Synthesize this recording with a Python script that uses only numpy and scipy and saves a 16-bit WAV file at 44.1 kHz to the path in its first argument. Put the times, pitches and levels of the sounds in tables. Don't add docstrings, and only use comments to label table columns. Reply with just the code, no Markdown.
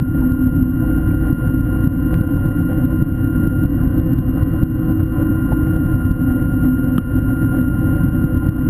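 import sys
import numpy as np
from scipy import signal
from scipy.fft import rfft, irfft, next_fast_len
from scipy.io import wavfile
from scipy.ndimage import minimum_filter1d

SR = 44100
rng = np.random.default_rng(int(sys.argv[2]) if len(sys.argv) > 2 else 0)


def unload_wav(signal):
    wavfile.write(
        sys.argv[1],
        SR,
        np.round(np.clip(np.atleast_2d(signal).T, -1, 1) * 32767).astype(np.int16),
    )


N = 383229

SHAFT_HZ, MESH_HZ = 31.8, 1408.7
CONVERTER_HZ, HOLD_COPIES, TOP_CUT_HZ = 12000, 4, 15200

HUM_ORDERS = [1, 2, 3, 4, 5, 7, 8, 9, 10, 14, 16]
# level_db, unsteady_share [0-1]
HUM_LINES = [(-30.5, 0.1), (-39.5, .2), (-25.5, .1), (-28, .1), (-36, 0.2), (-36.5, 0), (-25, .6),
             (-32, 0.6), (-27.5, .25), (-55, 0.9), (-43, 0.5)]
# time_s, lean_db
DRONE_LEAN = [(0, 8), (0.7, 5.5), (1.05, -8.5), (1.6, -1), (2.1, 3), (3.4, -2.5), (3.9, 1), (5.1, -8.5),
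              (5.7, -5), (6.2, 4.5), (6.75, 9), (7.1, -2.5), (7.6, 7), (7.9, 0), (8.69, 3)]
LOWER_SHARE, UPPER_SHARE = 0.85, 0.48

# time_s, level_db
MESH_LEVEL = [(0, -38), (1.7, -37.5), (2.1, -39.5), (3.1, -39.5), (3.62, -35.5), (3.71, -50), (3.8, -38.5),
              (3.88, -50), (4.25, -52.5), (4.6, -44.5), (5.0, -44.0), (5.35, -38), (7.4, -35), (8.69, -39)]
SIDEBAND_ORDERS = [-12, -8, -4, 4, 12, 16, 24]
SIDEBAND_LEVELS = [-50.5, -58, -57.5, -52.5, -62, -60, -76]
# time_s, gain_db
LOW_SIDEBAND_GAIN = [(3.4, -1.5), (4.0, 3), (5.3, 5), (5.9, 0.5)]
# pitch_hz, level_db
MOTOR_TONES = [(55.5, -24.5), (87, -33), (1070, -53), (1464, -57)]
# time_s, gain_db
DEEP_TONE_GAIN = [(0, -3), (1.2, 4), (2.2, .5), (8.69, -2)]
SWELL_DB, SWELL_HZ, SWELL_PEAK_S = 1.1, 0.98, 0.40
OVERTONE_DB, START_DB, FULL_S, HISS_SHARE = -58.8, -2.5, 1.3, 0.35

# frequency_hz, density_db [dB per Hz]
WASH_SPECTRUM = [(10, -80), (22, -59.5), (42, -40.5), (75, -38.5), (105, -34.5), (145, -40), (195, -48),
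                 (300, -45.5), (345, -49.5), (400, -69.5), (600, -103.5)]
# frequency_hz, width_hz, density_db [dB per Hz]
HULL_MODES = [(165.5, 21, -38), (253.3, 20, -40), (277.6, 29, -37.5), (313.1, 10, -45), (506, 24, -54.5),
              (564.7, 22, -58.5), (743.6, 70, -63.5), (1035.4, 36, -64), (1452, 100, -65.5)]
# time_s, level_db
BUMPS = [(.025, 1), (0.471, -5), (0.629, -2.5), (.842, -7), (1.329, 0), (1.874, 1), (2.211, -3), (2.46, -4),
         (3.025, -0.5), (3.475, -2), (3.655, -2), (3.874, -3), (4.19, -4), (4.633, 2.5), (5.86, -6),
         (6.111, 0), (7.227, -5), (8.039, -2.5), (8.242, -1), (8.49, 0)]
# time_s, middle_pitch_hz, first_bubble_db, length_s
GURGLES = [(.215, 760, -21, .03), (.818, 680, -22, .035), (1.475, 720, -28, .035), (2.372, 753, -27, .02),
           (3.193, 745, -36, .02), (3.625, 630, -25, .035), (3.785, 1280, -24.5, .04),
           (5.517, 730, -14, .014), (7.70, 715, -28, .02)]
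# time_s, pitch_hz, level_db, t60_s
TICKS = [(1.108, 2320, -38, .022), (2.142, 1800, -3.5, .0011)]
# delay_s, pitch_hz, level_db, t60_s
KNOCK_MODES = [(0, 3020, -18, .01), (.0008, 1300, -5.5, .012), (.002, 189, 11, .028),
               (.008, 2900, -27, .009)]
KNOCK_S = 6.980
# frequency_hz, density_db [dB per Hz]
HISS_SPECTRUM = [(250, -83.5), (430, -67), (580, -69.5), (650, -72.5), (800, -76.5), (940, -84.5),
                 (1100, -72), (1300, -79.5), (1900, -78.5), (2250, -90.5), (2700, -94), (3150, -89.5),
                 (3550, -104), (5500, -118)]


def from_db(db):
    return np.exp(np.log(10) / 20 * np.asarray(db))


def rms_one(x):
    return x / np.sqrt(np.mean(np.abs(x) ** 2) + 1e-20)


def in_time(rows):
    time_s, *columns = np.transpose(rows)
    return [np.interp(np.arange(N) / SR, time_s, column) for column in columns]


def drift(rate_hz):
    pole = np.exp(-80 * np.pi * rate_hz / SR)
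    white = rng.standard_normal(N // 40 + 2002)
    slow = signal.lfilter([1], [1, -2 * pole, pole * pole], white)[2000:]
    return np.interp(np.arange(N) / 40, np.arange(len(slow)), rms_one(slow))


def noise(gain_at):
    size = next_fast_len(N)
    hz = np.maximum(np.arange(size // 2 + 1) * SR / size, 1)
    spectrum = rfft(rng.standard_normal(size)) * gain_at(hz)
    return irfft(spectrum, size)[:N] * np.sqrt(SR / 2)


def slope(points):
    at_hz, db = np.transpose(points)
    return lambda hz: from_db(np.interp(np.log(hz), np.log(at_hz), db))


def resonances(modes):
    def gain_at(hz):
        power = 0
        for at_hz, width_hz, db in modes:
            offset = (hz - at_hz) / width_hz * np.sqrt(2)
            power = power + (from_db(db) / (1 + offset ** 2)) ** 2
        return np.sqrt(power)
    return gain_at


def tone(turns, rms_db):
    return np.sqrt(2) * from_db(rms_db) * np.sin(2 * np.pi * (turns + rng.random()))


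def add_ring(out, start_s, hz, db, t60_s, rise_s):
    start = round(start_s * SR)
    t = np.arange(min(SR // 5, N - start)) / SR
    decay = np.exp(-np.log(1000) * t / t60_s)
    rise = 1 - np.exp(-t / rise_s)
    out[start:start + len(t)] += from_db(db) * np.sin(2 * np.pi * hz * t) * decay * rise


def build_up_db():
    return START_DB * np.maximum(1 - np.arange(N) / SR / FULL_S, 0)


def propeller(clock_s, lower_db, upper_db, flutter_hz=6.0):
    out = np.zeros(N)
    drone_db = {8: lower_db, 9: upper_db, 10: upper_db}
    for order, (db, unsteady) in zip(HUM_ORDERS, HUM_LINES):
        wander = drift(flutter_hz) + 1j * drift(flutter_hz)
        load = np.sqrt(1 - unsteady) + np.sqrt(unsteady / 2) * wander
        turns = order * SHAFT_HZ * clock_s + rng.random()
        line = np.real(load * np.exp(2j * np.pi * turns))
        out += np.sqrt(2) * from_db(db + drone_db.get(order, 0)) * line
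    return out


def gear_mesh(clock_s, mesh_db=3.0, flutter_db=1.32, flutter_hz=30):
    whine_db, = in_time(MESH_LEVEL)
    swell_db = SWELL_DB * np.cos(2 * np.pi * SWELL_HZ * (clock_s - SWELL_PEAK_S))
    return tone(MESH_HZ * clock_s, whine_db + mesh_db + swell_db + flutter_db * drift(flutter_hz))


def gear_overtones(clock_s, second_db=6.0, third_db=-14.5, waver_db=0.7, waver_hz=4.2):
    level_db = OVERTONE_DB + build_up_db() + waver_db * drift(waver_hz)
    second = tone(2 * MESH_HZ * clock_s, level_db + second_db)
    third = tone(3 * MESH_HZ * clock_s, level_db + third_db)
    return second + third


def gear_sidebands(clock_s, flutter_db=3.0, flutter_hz=4.9, phase_turns=0.096, phase_hz=5.8):
    low_gain_db, = in_time(LOW_SIDEBAND_GAIN)
    out = np.zeros(N)
    for order, db in zip(SIDEBAND_ORDERS, SIDEBAND_LEVELS):
        turns = (MESH_HZ + order * SHAFT_HZ) * clock_s + phase_turns * drift(phase_hz)
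        out += tone(turns, db + low_gain_db * (order < 0) + flutter_db * drift(flutter_hz))
    return out


def motor(clock_s, flutter_db=1.5, flutter_hz=2.7, throb_db=2.5, throb_hz=2.8):
    deep_db, = in_time(DEEP_TONE_GAIN)
    deep_db = deep_db + throb_db * drift(throb_hz)
    out = np.zeros(N)
    for k, (hz, db) in enumerate(MOTOR_TONES):
        out += tone(hz * clock_s, db + deep_db * (k == 0) + flutter_db * drift(flutter_hz))
    return out


def gearbox(clock_s):
    return gear_mesh(clock_s) + gear_overtones(clock_s) + gear_sidebands(clock_s) + motor(clock_s)


def eddies(per_s=13, middle_hz=140, pitch_spread=0.28, level_db=-4.5, spread_db=2.5, t60_s=0.04):
    out = np.zeros(N)
    draws = rng.standard_normal((400, 3))
    times_s = np.cumsum(np.exp(0.5 * draws[:, 0])) / per_s
    for start_s, (_, pitch, size) in zip(times_s, np.clip(draws, -2, 2)):
        if start_s < N / SR:
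            hz = middle_hz * np.exp(pitch_spread * pitch)
            add_ring(out, start_s, hz, level_db + spread_db * size, t60_s, rise_s=0.0033)
    return out


def wash(gain_db=-3.0, lump_db=2.5, lump_hz=22):
    return noise(slope(WASH_SPECTRUM)) * from_db(gain_db + lump_db * drift(lump_hz)) + eddies()


def bumps(hz=145, gain_db=11, t60_s=0.02, rise_s=0.0018, lead_s=0.004, soft_hz=260):
    out = np.zeros(N)
    for time_s, db in BUMPS:
        add_ring(out, time_s - lead_s, hz, db + gain_db, t60_s, rise_s)
    lowpass = signal.butter(4, soft_hz, fs=SR, output="sos")
    return signal.sosfilt(lowpass, out + 1e-18)


def gurgles(t60_s=0.019, size_spread=0.15, fade_db=1.2, count=6):
    out = np.zeros(N)
    for time_s, middle_hz, db, length_s in GURGLES:
        for k, size in enumerate(rng.standard_normal(count)):
            hz = middle_hz * np.exp(size_spread * size)
            add_ring(out, time_s + length_s * k / count, hz, db - fade_db * k, t60_s, rise_s=0.0012)
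    return out


def ticks_and_knock(rise_cycles=0.55):
    out = np.zeros(N)
    for time_s, hz, db, t60_s in TICKS:
        add_ring(out, time_s, hz, db, t60_s, rise_s=rise_cycles / hz)
    for delay_s, hz, db, t60_s in KNOCK_MODES:
        add_ring(out, KNOCK_S + delay_s, hz, db, t60_s, rise_s=rise_cycles / hz)
    return out


def hull_hum(lower_db, upper_db):
    low_modes = [mode for mode in HULL_MODES if mode[0] <= 400]
    return noise(resonances(low_modes)) * from_db((lower_db + upper_db) / 2)


def blade_hiss(clock_s, gain_db=0.1, throb_rms_db=1.5, patchy_db=1.5, patchy_hz=20):
    upper_modes = [mode for mode in HULL_MODES if mode[0] > 400]
    hiss = noise(slope(HISS_SPECTRUM)) + noise(resonances(upper_modes))
    throb_db = throb_rms_db * tone(4 * SHAFT_HZ * clock_s, 0)
    level_db = gain_db + HISS_SHARE * build_up_db()
    return hiss * from_db(level_db + throb_db + patchy_db * drift(patchy_hz))


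def scene(drone_gain_db=2.0):
    lean_db, = in_time(DRONE_LEAN)
    lower_db, upper_db = LOWER_SHARE * lean_db, -UPPER_SHARE * lean_db
    clock_s = np.cumsum(1 + 0.00042 * drift(2.18)) / SR
    out = from_db(drone_gain_db) * propeller(clock_s, lower_db, upper_db)
    out += gearbox(clock_s)
    out += wash() + bumps() + gurgles() + ticks_and_knock()
    out += hull_hum(lower_db, upper_db) + blade_hiss(clock_s)
    return out[None]


def limiter(x, drive_db=0.45, ceiling_db=-6.5, share=0.91, hold_s=0.035, release_db_per_s=42,
            attack_s=0.0022, step_db=0.23):
    x = x * from_db(drive_db)
    over_db = share * np.maximum(20 * np.log10(np.abs(x) + 1e-9) - ceiling_db, 0)
    half = int(hold_s * SR / 2)
    over_db = -minimum_filter1d(-over_db, 2 * half + 1, origin=half)
    recovery_db = release_db_per_s * np.arange(N) / SR
    held_db = np.maximum.accumulate(over_db + recovery_db) - recovery_db
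    pole = np.exp(-1 / (attack_s * SR))
    cut_db = signal.lfilter([1 - pole], [1, -pole], held_db)
    return x * from_db(-step_db * np.round(cut_db / step_db))


def record(dry):
    bass_cut = signal.butter(2, 20, "high", fs=SR, output="sos")
    x = limiter(signal.sosfilt(bass_cut, dry[0]))
    x = signal.sosfilt(signal.butter(10, 5400, fs=SR, output="sos"), x)
    slow = signal.resample_poly(x, CONVERTER_HZ, SR)
    steps = np.repeat(slow, HOLD_COPIES)
    held = signal.resample_poly(steps, SR, CONVERTER_HZ * HOLD_COPIES)[:N]
    top_cut = signal.ellip(10, 0.3, 80, TOP_CUT_HZ, fs=SR, output="sos")
    return signal.sosfilt(top_cut, held)[None]


dry = scene()
out = record(dry)
unload_wav(out)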